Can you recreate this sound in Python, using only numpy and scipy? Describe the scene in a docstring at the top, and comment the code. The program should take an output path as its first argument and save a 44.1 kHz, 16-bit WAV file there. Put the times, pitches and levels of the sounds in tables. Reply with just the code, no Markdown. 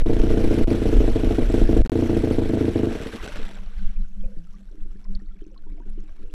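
"""An outboard jet motor putters at a misfiring idle, tilted clear of a river and spitting water; then it runs down.
Firing strokes ring the exhaust housing and puff gurgling gas; the stream is flickering hiss plus ringing drops.
Lapping, drips (rising sine bubbles) and knocks on a metal hull (tuned modes) take over as someone moves about in it.
Behind it all, band-limited noise buffets the microphone, a hollow hum wavers, and the sound briefly drops out."""
import sys
import numpy as np
from scipy import signal
from scipy.fft import rfft, irfft
from scipy.io import wavfile

SR = 44100
rng = np.random.default_rng(int(sys.argv[2]) if len(sys.argv) > 2 else 0)


def wav_out(sig):
    """Save sig, one row per channel (or a flat mono array), as 16-bit PCM at SR to the path in sys.argv[1]."""
    wavfile.write(sys.argv[1], SR, np.round(np.clip(np.atleast_2d(sig).T, -1, 1) * 32767).astype(np.int16))


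N = 279580

# Idling crank before misfires delay it: [t/s, firing strokes so far]
CRANK_STROKES = [(-0.0119, 0), (0.0599, 2), (0.8776, 26), (1.1404, 33), (1.6046, 46), (1.7439, 50),
                 (1.8635, 54), (2.204, 64), (2.3793, 69), (2.5263, 73), (2.7399, 79), (2.8157, 81)]
# Weak strokes and misfires: [t/s, level/dB against a full stroke]
WEAK_STROKES = [(0.166, -2.5), (0.782, -8), (1.115, -9), (1.195, -3), (1.344, -12), (1.458, -13),
                (1.501, -3), (1.651, -16), (2.058, -7), (2.201, -6), (2.345, -7.5), (2.457, -5),
                (2.716, -15)]
# Exhaust blow before the run-down fades: [t/s, pulse level/dB, gurgle level/dB]
EXHAUST_BLOW = [(0, 0, -30.5), (.8, 1, -31), (1.2, -0.5, -32), (1.81, 2.5, -31), (1.84, -35, -32),
                (1.91, 1.5, -31.5), (2.89, 1, -33.5)]
# Resonances of the exhaust housing: [f/Hz, level/dB, t60/s, sign of first swing]
HOUSING_MODES = [(59, -31, 0.12, -1), (84.1, -19.5, 0.15, 1), (116.4, -12.5, 0.04, -1),
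                 (196.8, -25, 0.17, -1), (234.3, -22.5, 0.28, -1), (263, -4, 0.035, 1),
                 (338.5, -12.5, 0.14, -1), (424, -6, 0.049, -1), (464.4, -3.5, 0.026, 1),
                 (522, -27.5, 0.11, -1), (640.4, -22, 0.1, -1), (320, -7.5, 0.015, -1)]
# Tone of exhaust gas in water: [f/Hz, relative level/dB per Hz]
GURGLE_SPECTRUM = [(41, -32), (70, -19), (114, -15.5), (165, -10), (209, -1.5), (340, -7.5), (385, -6),
                   (450, -2.5), (540, -13), (660, -13), (891, -29.5), (1200, -37), (1560, -60),
                   (2640, -120)]
# Falling stream, then lapping, before trims: [t/s, hiss level/dB, drops level/dB, spray treble gain/dB]
STREAM_LEVELS = [(0, -44, -39.5, 0), (.5, -38.5, -45, 0.5), (1.6, -41, -41.5, 1), (2.3, -41.5, -45.5, 0.5),
                 (3.1, -42, -42, -1), (3.27, -43.5, -38.5, -1), (3.4, -42.5, -43, -4.5),
                 (3.5, -48, -46.5, -1), (3.62, -57, -51.5, -1), (3.83, -53.5, -57, -1),
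                 (3.97, -60, -63, -0.5), (4.1, -65.5, -64.5, 5.5), (5.0, -69, -61, 4.5),
                 (5.5, -73.5, -63, 3.5), (5.9, -68, -61.5, -0.5), (6.34, -66.5, -60, 4)]
# Tone of splashing water: [f/Hz, relative level/dB per Hz]
SPLASH_SPECTRUM = [(410, 1.5), (700, -8.5), (1020, -13), (1560, -7), (1750, -10.5), (2990, -12.5),
                   (4300, -18), (4920, -23.5), (5540, -19.5), (6920, -28), (7790, -23.5), (8650, -30),
                   (9860, -27.5), (11800, -32), (15200, -41), (16000, -54)]
# Slaps of the stream on the river: [t/s, peak level/dB]
STREAM_SLAPS = [(0.166, -29), (0.2389, -46), (0.31, -19), (0.4399, -34), (0.7138, -41), (1.2435, -18),
                (1.539, -15), (1.6194, -41), (1.767, -19), (2.0682, -37), (2.1687, -20), (2.3835, -31),
                (2.9203, -36), (3.0111, -34), (3.0689, -22), (3.15, -31), (3.1986, -49), (3.241, -21),
                (3.3196, -20.5), (3.45, -23.5), (3.584, -33)]
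# Single drips and plops: [t/s, bubble level/dB at its start, starting f/Hz]
SINGLE_DRIPS = [(3.6, -56, 613), (3.708, -53, 454), (3.793, -46, 1510), (3.874, -47, 3280),
                (3.915, -57, 5760), (3.963, -48, 2440), (4.017, -52, 4000), (4.048, -54, 1430),
                (4.083, -53, 6500), (4.209, -51, 3180), (4.242, -52, 2440), (4.387, -55, 4600),
                (4.441, -59, 6000), (4.469, -56, 1290), (4.541, -52.5, 1146), (5.043, -48, 5260),
                (5.051, -52, 1035), (5.151, -34, 4390), (5.199, -54, 1810), (5.312, -55, 1330),
                (5.422, -55, 3100), (5.465, -55, 6040), (5.562, -50.5, 1064), (5.577, -45.5, 4140),
                (5.637, -56, 1450), (5.667, -56, 950), (5.742, -67, 6000), (5.778, -51, 660),
                (5.803, -49, 936), (5.9, -52, 9700), (6.004, -52, 6600), (6.085, -59, 1090),
                (6.088, -63, 5300), (6.092, -52, 1590), (6.299, -53, 2750)]
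# Knocks and slaps on the hull: [t/s, drive level/dB, f/Hz favoured by the struck spot]
HULL_KNOCKS = [(4.235, -37, 540), (4.272, -41, 530), (4.316, -48, 510), (4.366, -42, 330),
               (4.371, -34.5, 168), (4.385, -55, 470), (4.385, -52, 634), (4.601, -54, 616),
               (4.711, -43, 397), (4.745, -41, 340), (4.777, -44, 308), (4.858, -42.5, 323),
               (4.954, -45, 380), (5.1, -45, 363), (5.217, -40, 340), (5.354, -48, 373),
               (5.419, -35.5, 350), (5.465, -38.5, 328), (5.515, -43.5, 460), (5.61, -57, 480),
               (5.666, -39, 360), (5.719, -39, 303), (5.778, -47, 300), (5.799, -33.5, 285),
               (5.861, -39, 380), (5.977, -36.5, 383), (6.034, -39.5, 302), (6.2, -44, 314),
               (6.233, -35.5, 409)]
# Resonances of the hull plating: [f/Hz, relative level/dB, t60/s]
HULL_MODES = [(169.3, -1.5, 0.44), (222, 5.5, 0.058), (310, -5.5, 0.17), (340, 10, 0.017), (390, 3, 0.034),
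              (479.6, -11.5, 0.28), (525.5, 5, 0.048), (660, 0, 0.047)]
# Water sloshing under the hull, drive into its modes: [t/s, level/dB]
HULL_SLOSH = [(3.4, -81), (3.8, -107), (4.6, -93), (4.75, -85), (5.01, -91), (5.26, -91), (5.38, -101),
              (5.51, -84), (6.05, -86), (6.15, -87), (6.3, -73)]
# Wind between gusts, before its lumps: [t/s, buffet level/dB, upper buffet level/dB]
WIND_LEVELS = [(0, -13.5, -23), (.8, -24, -22), (1.7, -20, -20.5), (1.86, -26.5, -30), (2.4, -26.5, -37),
               (2.55, -38, -44), (2.9, -34.5, -43), (3.3, -35.5, -39), (3.5, -24, -52), (4.2, -32, -58),
               (4.65, -28, -57), (5.6, -30.5, -72), (6.0, -31, -52), (6.15, -35, -72), (6.34, -38.5, -75)]
# Gusts added to that wind: [t/s, buffet level/dB, upper buffet level/dB]
WIND_GUSTS = [(.62, -48, -46), (.99, -12.5, -13.5), (1.13, -16.5, -21), (1.65, -31, -23), (1.8, -34, -13),
              (3.42, -28, -42), (3.8, -26, -30), (3.87, -16.5, -54), (4.008, -19, -48), (4.195, -15, -53),
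              (4.84, -31, -50), (5.131, -21.5, -42), (5.72, -25.5, -50), (5.91, -34, -67)]
# Hollow hum, before its flicker: [t/s, level/dB]
HUM_LEVELS = [(3.35, -70), (3.37, -50), (3.42, -46), (3.75, -60), (3.77, -45), (3.88, -50), (3.92, -53),
              (4.01, -44), (4.12, -62), (4.16, -47), (4.37, -51), (4.41, -64), (4.51, -58), (4.56, -46.5),
              (4.76, -73), (4.79, -51), (4.86, -52.5), (4.9, -58), (4.95, -53), (5.01, -65), (5.14, -39.5),
              (5.27, -61.5), (5.36, -55), (5.45, -77), (5.47, -53.5), (5.61, -75), (5.66, -49), (5.77, -59),
              (5.81, -67), (5.87, -45), (6.0, -51), (6.15, -69), (6.2, -47), (6.34, -94)]
# Sound choked while a gust swings through: [start t/s, end t/s, relative swing of the gust]
CHOKED_SPANS = [(.0225, .0595, .75), (.644, .673, .7), (1.8195, 1.8495, -1.0), (1.853, 1.858, 0),
                (1.866, 1.874, 0)]
# Short silences: [start t/s, end t/s]
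SILENT_SPANS = [(1.8745, 1.8955), (1.8985, 1.919)]

STUMBLE_S, STUMBLE_CARRY = .0062, .5   # delay by a fully lost stroke; share of it added again one stroke later
COAST_PER_S, COAST_S, COAST_STROKES = 25.3, .296, 6   # starting stroke rate, its decay time, strokes left
SPARK_CUT_S, STILL_S = 2.9, 3.42   # only air is pumped from the cut, until the crank stands
AIR_DB, AIR_FADE_DB_PER_S = -13, 27   # drop and fade of the pulses from the cut
GURGLE_FADE_DB_PER_S, STILL_DB_PER_S = 14, 150   # gurgle fade from the cut; extra fade from standstill
THROB_HZ, THROB_T60_S, THROB_DB = 74.6, .045, -28   # main throb of strokes that only pump air
CRACK_DB, OUTLET_DELAY_S = -31, .00325
DROPS_PER_S, SPRAY_HZ = 900, 4060   # typical drop rate, before clumping; lower edge of the spray
HISS_TRIM_DB, DROPS_TRIM_DB = -4.0, -2.5
LAP_TICKS_DB = -4   # bare ticks are trimmed once the crank stands
SLAP_T60_S, SLAP_DB = .061, -12.5   # burst decay; rms against the tabled peak
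DRIP_CYCLES = 71   # a 60 dB decay takes so many cycles of the starting pitch
DRIP_TICK_DB, DRIP_TICK_S = -6.5, .035   # tick noise before filtering, against the bubble; its t60
GUST_S, LUMPS_DB = .033, 3.5   # half length of a gust to 1/e; spread of the unevenness
RUSTLE_DB = -36.5   # turbulence above the buffets, against them
HUM_HZ, HUM_WAVER, HUM_WAVER_HZ = 196, .025, 14   # mean pitch, spread of the waver as a share, waver rate
HUM_FLICKER_DB, HUM_FLICKER_HZ = 4.0, 18   # the hum's level breaks up
CUTOFF_HZ = 16600


def strokes():
    """One click a firing stroke: the cylinders alternate in force and a misfire delays the crank."""
    s, count = np.transpose(CRANK_STROKES)
    which = np.arange(int(count[-1]) + 1)
    times = np.interp(which, count, s)
    cylinder = (-1.) ** which
    db = -1.7 * cylinder + 0.46 * rng.standard_normal(len(which))
    for at, weak_db in WEAK_STROKES:
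        k = np.argmin(np.abs(times - at))
        delay = STUMBLE_S * (1 - amp(weak_db))
        times[k + 1:] += delay * np.cumsum(STUMBLE_CARRY ** which[:-k - 1])
        db[k + 1] -= 0.0044 * weak_db   # under 0.1 dB, inaudible
        db[k] = weak_db
    times -= .0004 * cylinder
    # crank speed dies away exponentially after the last idling stroke
    turned = np.arange(1, COAST_STROKES + 1) / (COAST_PER_S * COAST_S)
    coasting = times[-1] - COAST_S * np.log(1 - turned)
    clicks = np.zeros(N)
    clicks[(times[1:] * SR).astype(int)] = amp(db[1:])
    clicks[(coasting * SR).astype(int)] = 1
    return clicks


def blow():
    """Exhaust levels: idle curves, then weaker air pulses and fading gurgle as the crank runs down."""
    pulse_db, gurgle_db = in_time(EXHAUST_BLOW)
    t = np.arange(N) / SR
    coasting = np.maximum(t - SPARK_CUT_S, 0)
    still = np.maximum(t - STILL_S, 0)
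    pulse_db += (coasting > 0) * AIR_DB - AIR_FADE_DB_PER_S * coasting
    gurgle_db -= GURGLE_FADE_DB_PER_S * coasting + STILL_DB_PER_S * still
    return pulse_db, gurgle_db


def motor(clicks):
    """Each stroke rings the exhaust housing and cracks at the outlet; a puff of gas gurgles out behind it."""
    pulse_db, gurgle_db = blow()
    fired = clicks * amp(pulse_db)
    modes = 0
    for hz, db, t60, sign in HOUSING_MODES:
        # no two strokes drive the modes quite alike
        drive = fired * amp(db + 0.14 * rng.standard_normal(N))
        modes = modes + np.sign(sign) * ring(drive, hz, t60)
    housing = soften(modes, 300)

    outlet = np.roll(fired, int(OUTLET_DELAY_S * SR))   # the blow needs a moment to reach the outlet
    crack = ring(outlet, 654, .028) + 0.6 * ring(outlet, 770, .02) + 0.5 * ring(outlet, 900, .008)

    coasting = np.arange(N) > SPARK_CUT_S * SR
    # squared clicks: a weak charge blows far less gas
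    puff = np.where(coasting, 0.25, 0.9) + rms_one(soften(clicks ** 2, 14.7))
    gurgle = rms_one(puff * coloured(GURGLE_SPECTRUM, patchy_db=-1.0, rate_hz=7.6))

    air = clicks * coasting
    throb = soften(ring(air, THROB_HZ, THROB_T60_S) + 0.48 * ring(air, 107, .034), 200)
    return housing + amp(THROB_DB) * throb + amp(CRACK_DB) * crack + amp(gurgle_db) * gurgle


def stream(clicks):
    """Falling water hisses with slight spurts after strokes; clumped drops ring at various pitches or just tick."""
    hiss_db, drops_db, treble_db = in_time(STREAM_LEVELS)
    sizes = amp(6.0 * np.minimum(rng.exponential(1, N), 3.1)) * rng.choice([-1, 1], N)
    born = sizes * (rng.random(N) < DROPS_PER_S * amp(4.5 * drift(25.0)) / SR)
    pitches = np.geomspace(600, 7500, 20)
    dealt = rng.integers(0, 28, N)   # 20 ringing pitches; the other 8 deals are bare ticks
    rings = 0
    for k, hz in enumerate(pitches):
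        rings = rings + bloom(born * (dealt == k), hz, 35.0 / hz, 7.0 / hz) * np.sqrt(hz)
    ticks = rms_one(born * (dealt >= 20))
    lapping = np.arange(N) > STILL_S * SR
    drops = rms_one(rings) + 1.67 * ticks * amp(LAP_TICKS_DB * lapping)

    spurts = (1 + 0.11 * rms_one(soften(clicks, 28.6))) * amp(0.14 * drift(31.0))
    hiss = spurts * coloured(SPLASH_SPECTRUM, patchy_db=3.0, rate_hz=60.0)
    water = amp(hiss_db + HISS_TRIM_DB) * hiss
    water += amp(drops_db + DROPS_TRIM_DB) * shape(drops, SPLASH_SPECTRUM)
    spray = band(water, SPRAY_HZ, .45 * SR)   # its share of the water follows its own treble curve
    return water + (amp(treble_db) - 1) * spray


def slaps():
    """A lump of the stream lands: a burst of splash noise that dies fast."""
    s, db = np.transpose(STREAM_SLAPS)
    hits = np.zeros(N)
    hits[(s * SR).astype(int)] = amp(db + SLAP_DB)
    decay = amp(-60 / (SLAP_T60_S * SR))
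    burst = soften(signal.lfilter([1], [1, -decay], hits + 1e-18), 230)
    return burst * shape(rng.standard_normal(N), SPLASH_SPECTRUM)


def drips():
    """A drop ticks on the surface and traps a bubble whose pitch rises as it dies."""
    out = np.zeros(N)
    t = np.arange(SR // 10) / SR
    for s, db, hz in SINGLE_DRIPS:
        at = int(s * SR)
        fade = amp(db - 60 * t * hz / DRIP_CYCLES) * np.minimum(t / .00073, 1)   # short attack
        bubble = np.sin(2 * np.pi * hz * t * (1 + 0.91 * t)) * fade
        spit = rng.standard_normal(len(t)) * amp(db + DRIP_TICK_DB - 60 * t / DRIP_TICK_S)
        tick = band(spit, .72 * hz, 1.1 * hz)
        out[at:at + len(t)] += (bubble + tick)[:N - at]
    return out


def hull():
    """A knock drives the plating's modes nearest the pitch of its spot; sloshing water rumbles in the same modes."""
    s, peak_db, spot_hz = np.transpose(HULL_KNOCKS)
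    chance = rng.standard_normal((len(s), len(HULL_MODES)))
    uneven_db = 3.5 * drift(14.0)
    slosh = band(band(rng.standard_normal(N), 230, 440), 230, 440)
    slosh *= amp(in_time(HULL_SLOSH)[0] + uneven_db) * (np.arange(N) > STILL_S * SR)
    out = np.zeros(N)
    for k, (hz, db, t60) in enumerate(HULL_MODES):
        drive = slosh * amp(db)
        off_spot_db = -110 * np.log2(hz / spot_hz) ** 2
        drive[(s * SR).astype(int)] += amp(peak_db + db + off_spot_db + 2.0 * chance[:, k])
        out += bloom(drive, hz, t60, .048)
    return out


def hollow_hum(noise):
    """A wavering sine blended with a narrow band of noise around it, in a level that flickers."""
    pitch = HUM_HZ * (1 + HUM_WAVER * drift(HUM_WAVER_HZ))
    tone = np.sin(2 * np.pi * np.cumsum(pitch) / SR)
    breath = rms_one(band(band(noise, 166, 227), 166, 227))
    flicker_db = HUM_FLICKER_DB * drift(HUM_FLICKER_HZ)
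    level = soften(amp(in_time(HUM_LEVELS)[0] + flicker_db), 50)
    return rms_one(tone + 0.33 * breath) * level


def wind_levels():
    """Uneven wind, with each gust swelling out of it and sinking back."""
    t = np.arange(N) / SR
    lumps_db = LUMPS_DB * np.array([drift(16.0), drift(33.0)])
    gains = amp(np.array(in_time(WIND_LEVELS)) + lumps_db)
    for s, *db in WIND_GUSTS:
        gains += amp(db)[:, None] * np.exp(-((t - s) / GUST_S) ** 2)
    return gains


def wind():
    """Turbulent pressure on the microphone, lumpy low noise with a faint rustle; and the hollow hum."""
    low, upper = wind_levels()
    white = rng.standard_normal((2, N))
    buffet = low * rms_one(band(band(white[0], 8, 25), 8, 25))
    buffet += upper * rms_one(band(band(white[1], 23, 49), 23, 49))
    buffet += low * amp(RUSTLE_DB) * rms_one(band(white[0], 62, 134))
    return buffet, hollow_hum(white[1])


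def gust_swings():
    """Pressure builds one way, then swings to the other side while the sound is choked."""
    out = np.zeros(N)
    t = np.arange(N) / SR
    for start, end, swing in CHOKED_SPANS:
        before = np.exp(-((t - start + .00063) / .024) ** 2)
        progress = np.clip((t - start) / (end - start), 0, 1)
        during = np.sin(np.pi * progress ** 0.72)
        out += swing * (.5 * before - 0.72 * during)
    return out


def gate(spans, edge_hz):
    """Soft-edged gate: open outside the spans, closing towards 0 inside."""
    shut = np.zeros(N)
    for start, end, *_ in spans:
        shut[int(start * SR):int(end * SR)] = 1
    return 1 - soften(shut, edge_hz)


def amp(db):
    """dB to gain."""
    return 10 ** (np.asarray(db) / 20)


def rms_one(x):
    """Scaled to rms 1."""
    return x / np.sqrt(np.mean(x ** 2) + 1e-20)


def in_time(rows):
    """Curve columns, interpolated sample by sample."""
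    s, *columns = np.transpose(rows)
    t = np.arange(N) / SR
    return [np.interp(t, s, column) for column in columns]


def soften(x, hz):
    """Double one-pole low-pass."""
    r = np.exp(-2 * np.pi * hz / SR)
    return signal.lfilter([(1 - r) ** 2], [1, -2 * r, r * r], x)


def drift(rate_hz):
    """Slow random wander of rms 1."""
    return rms_one(soften(rng.standard_normal(N + SR), rate_hz)[SR:])   # first second settles the filter


def band(x, low_hz, high_hz):
    """Butterworth band-pass."""
    return signal.sosfilt(signal.butter(2, [low_hz, high_hz], "band", fs=SR, output="sos"), x)


def ring(clicks, hz, t60):
    """A two-pole resonator: a unit click sets a decaying sine of starting height 1 ringing."""
    r = amp(-60 / (max(t60, .002) * SR))
    w = 2 * np.pi * hz / SR
    return signal.lfilter([0, np.sin(w)], [1, -2 * r * np.cos(w), r * r], clicks + 1e-18)


def bloom(clicks, hz, t60, touch_s):
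    """A soft touch drives the mode for a moment at its own pitch, so that it swells in without a click."""
    return ring(ring(clicks, hz, touch_s), hz, t60) * 2 * np.log(1000) / (touch_s * SR)


def shape(x, spectrum):
    """Imposes a spectrum; rms 1."""
    hz, db = np.transpose(spectrum)
    bins = np.fft.rfftfreq(N, 1 / SR) + 1   # +1 keeps the logarithm finite
    gain = amp(np.interp(np.log(bins), np.log(hz), db))
    return rms_one(irfft(rfft(x) * gain, N))


def coloured(spectrum, patchy_db, rate_hz):
    """Noise in roughly third-octave bands; neighbours flicker apart."""
    low_hz, high_hz = spectrum[1][0], min(spectrum[-2][0], .45 * SR)
    edges = np.geomspace(low_hz, high_hz, int(3 * np.log2(high_hz / low_hz)))
    white = rng.standard_normal((2, N))
    flicker = [drift(rate_hz) for k in range(3)]
    out = 0
    for k, (low, high) in enumerate(zip(edges, edges[1:])):
        out = out + amp(patchy_db * flicker[k % 3]) * band(white[k % 2], low, high)
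    return shape(out, spectrum)


def scene():
    """All sources in one channel; choking gates them sharply and the buffets softly."""
    clicks = strokes()
    buffet, hum = wind()
    sounds = motor(clicks) + stream(clicks) + slaps() + drips() + hull() + hum
    air = gate(CHOKED_SPANS, 28) * buffet + gust_swings()
    return (gate(CHOKED_SPANS, 700) * sounds + air)[None]


def record(dry):
    """Rounded peaks, two short silences, a steeply cut top."""
    x = gate(SILENT_SPANS, 13000) * np.tanh(dry)
    return signal.sosfilt(signal.cheby2(12, 70, CUTOFF_HZ, fs=SR, output="sos"), x)


dry = scene()
out = record(dry)
wav_out(out)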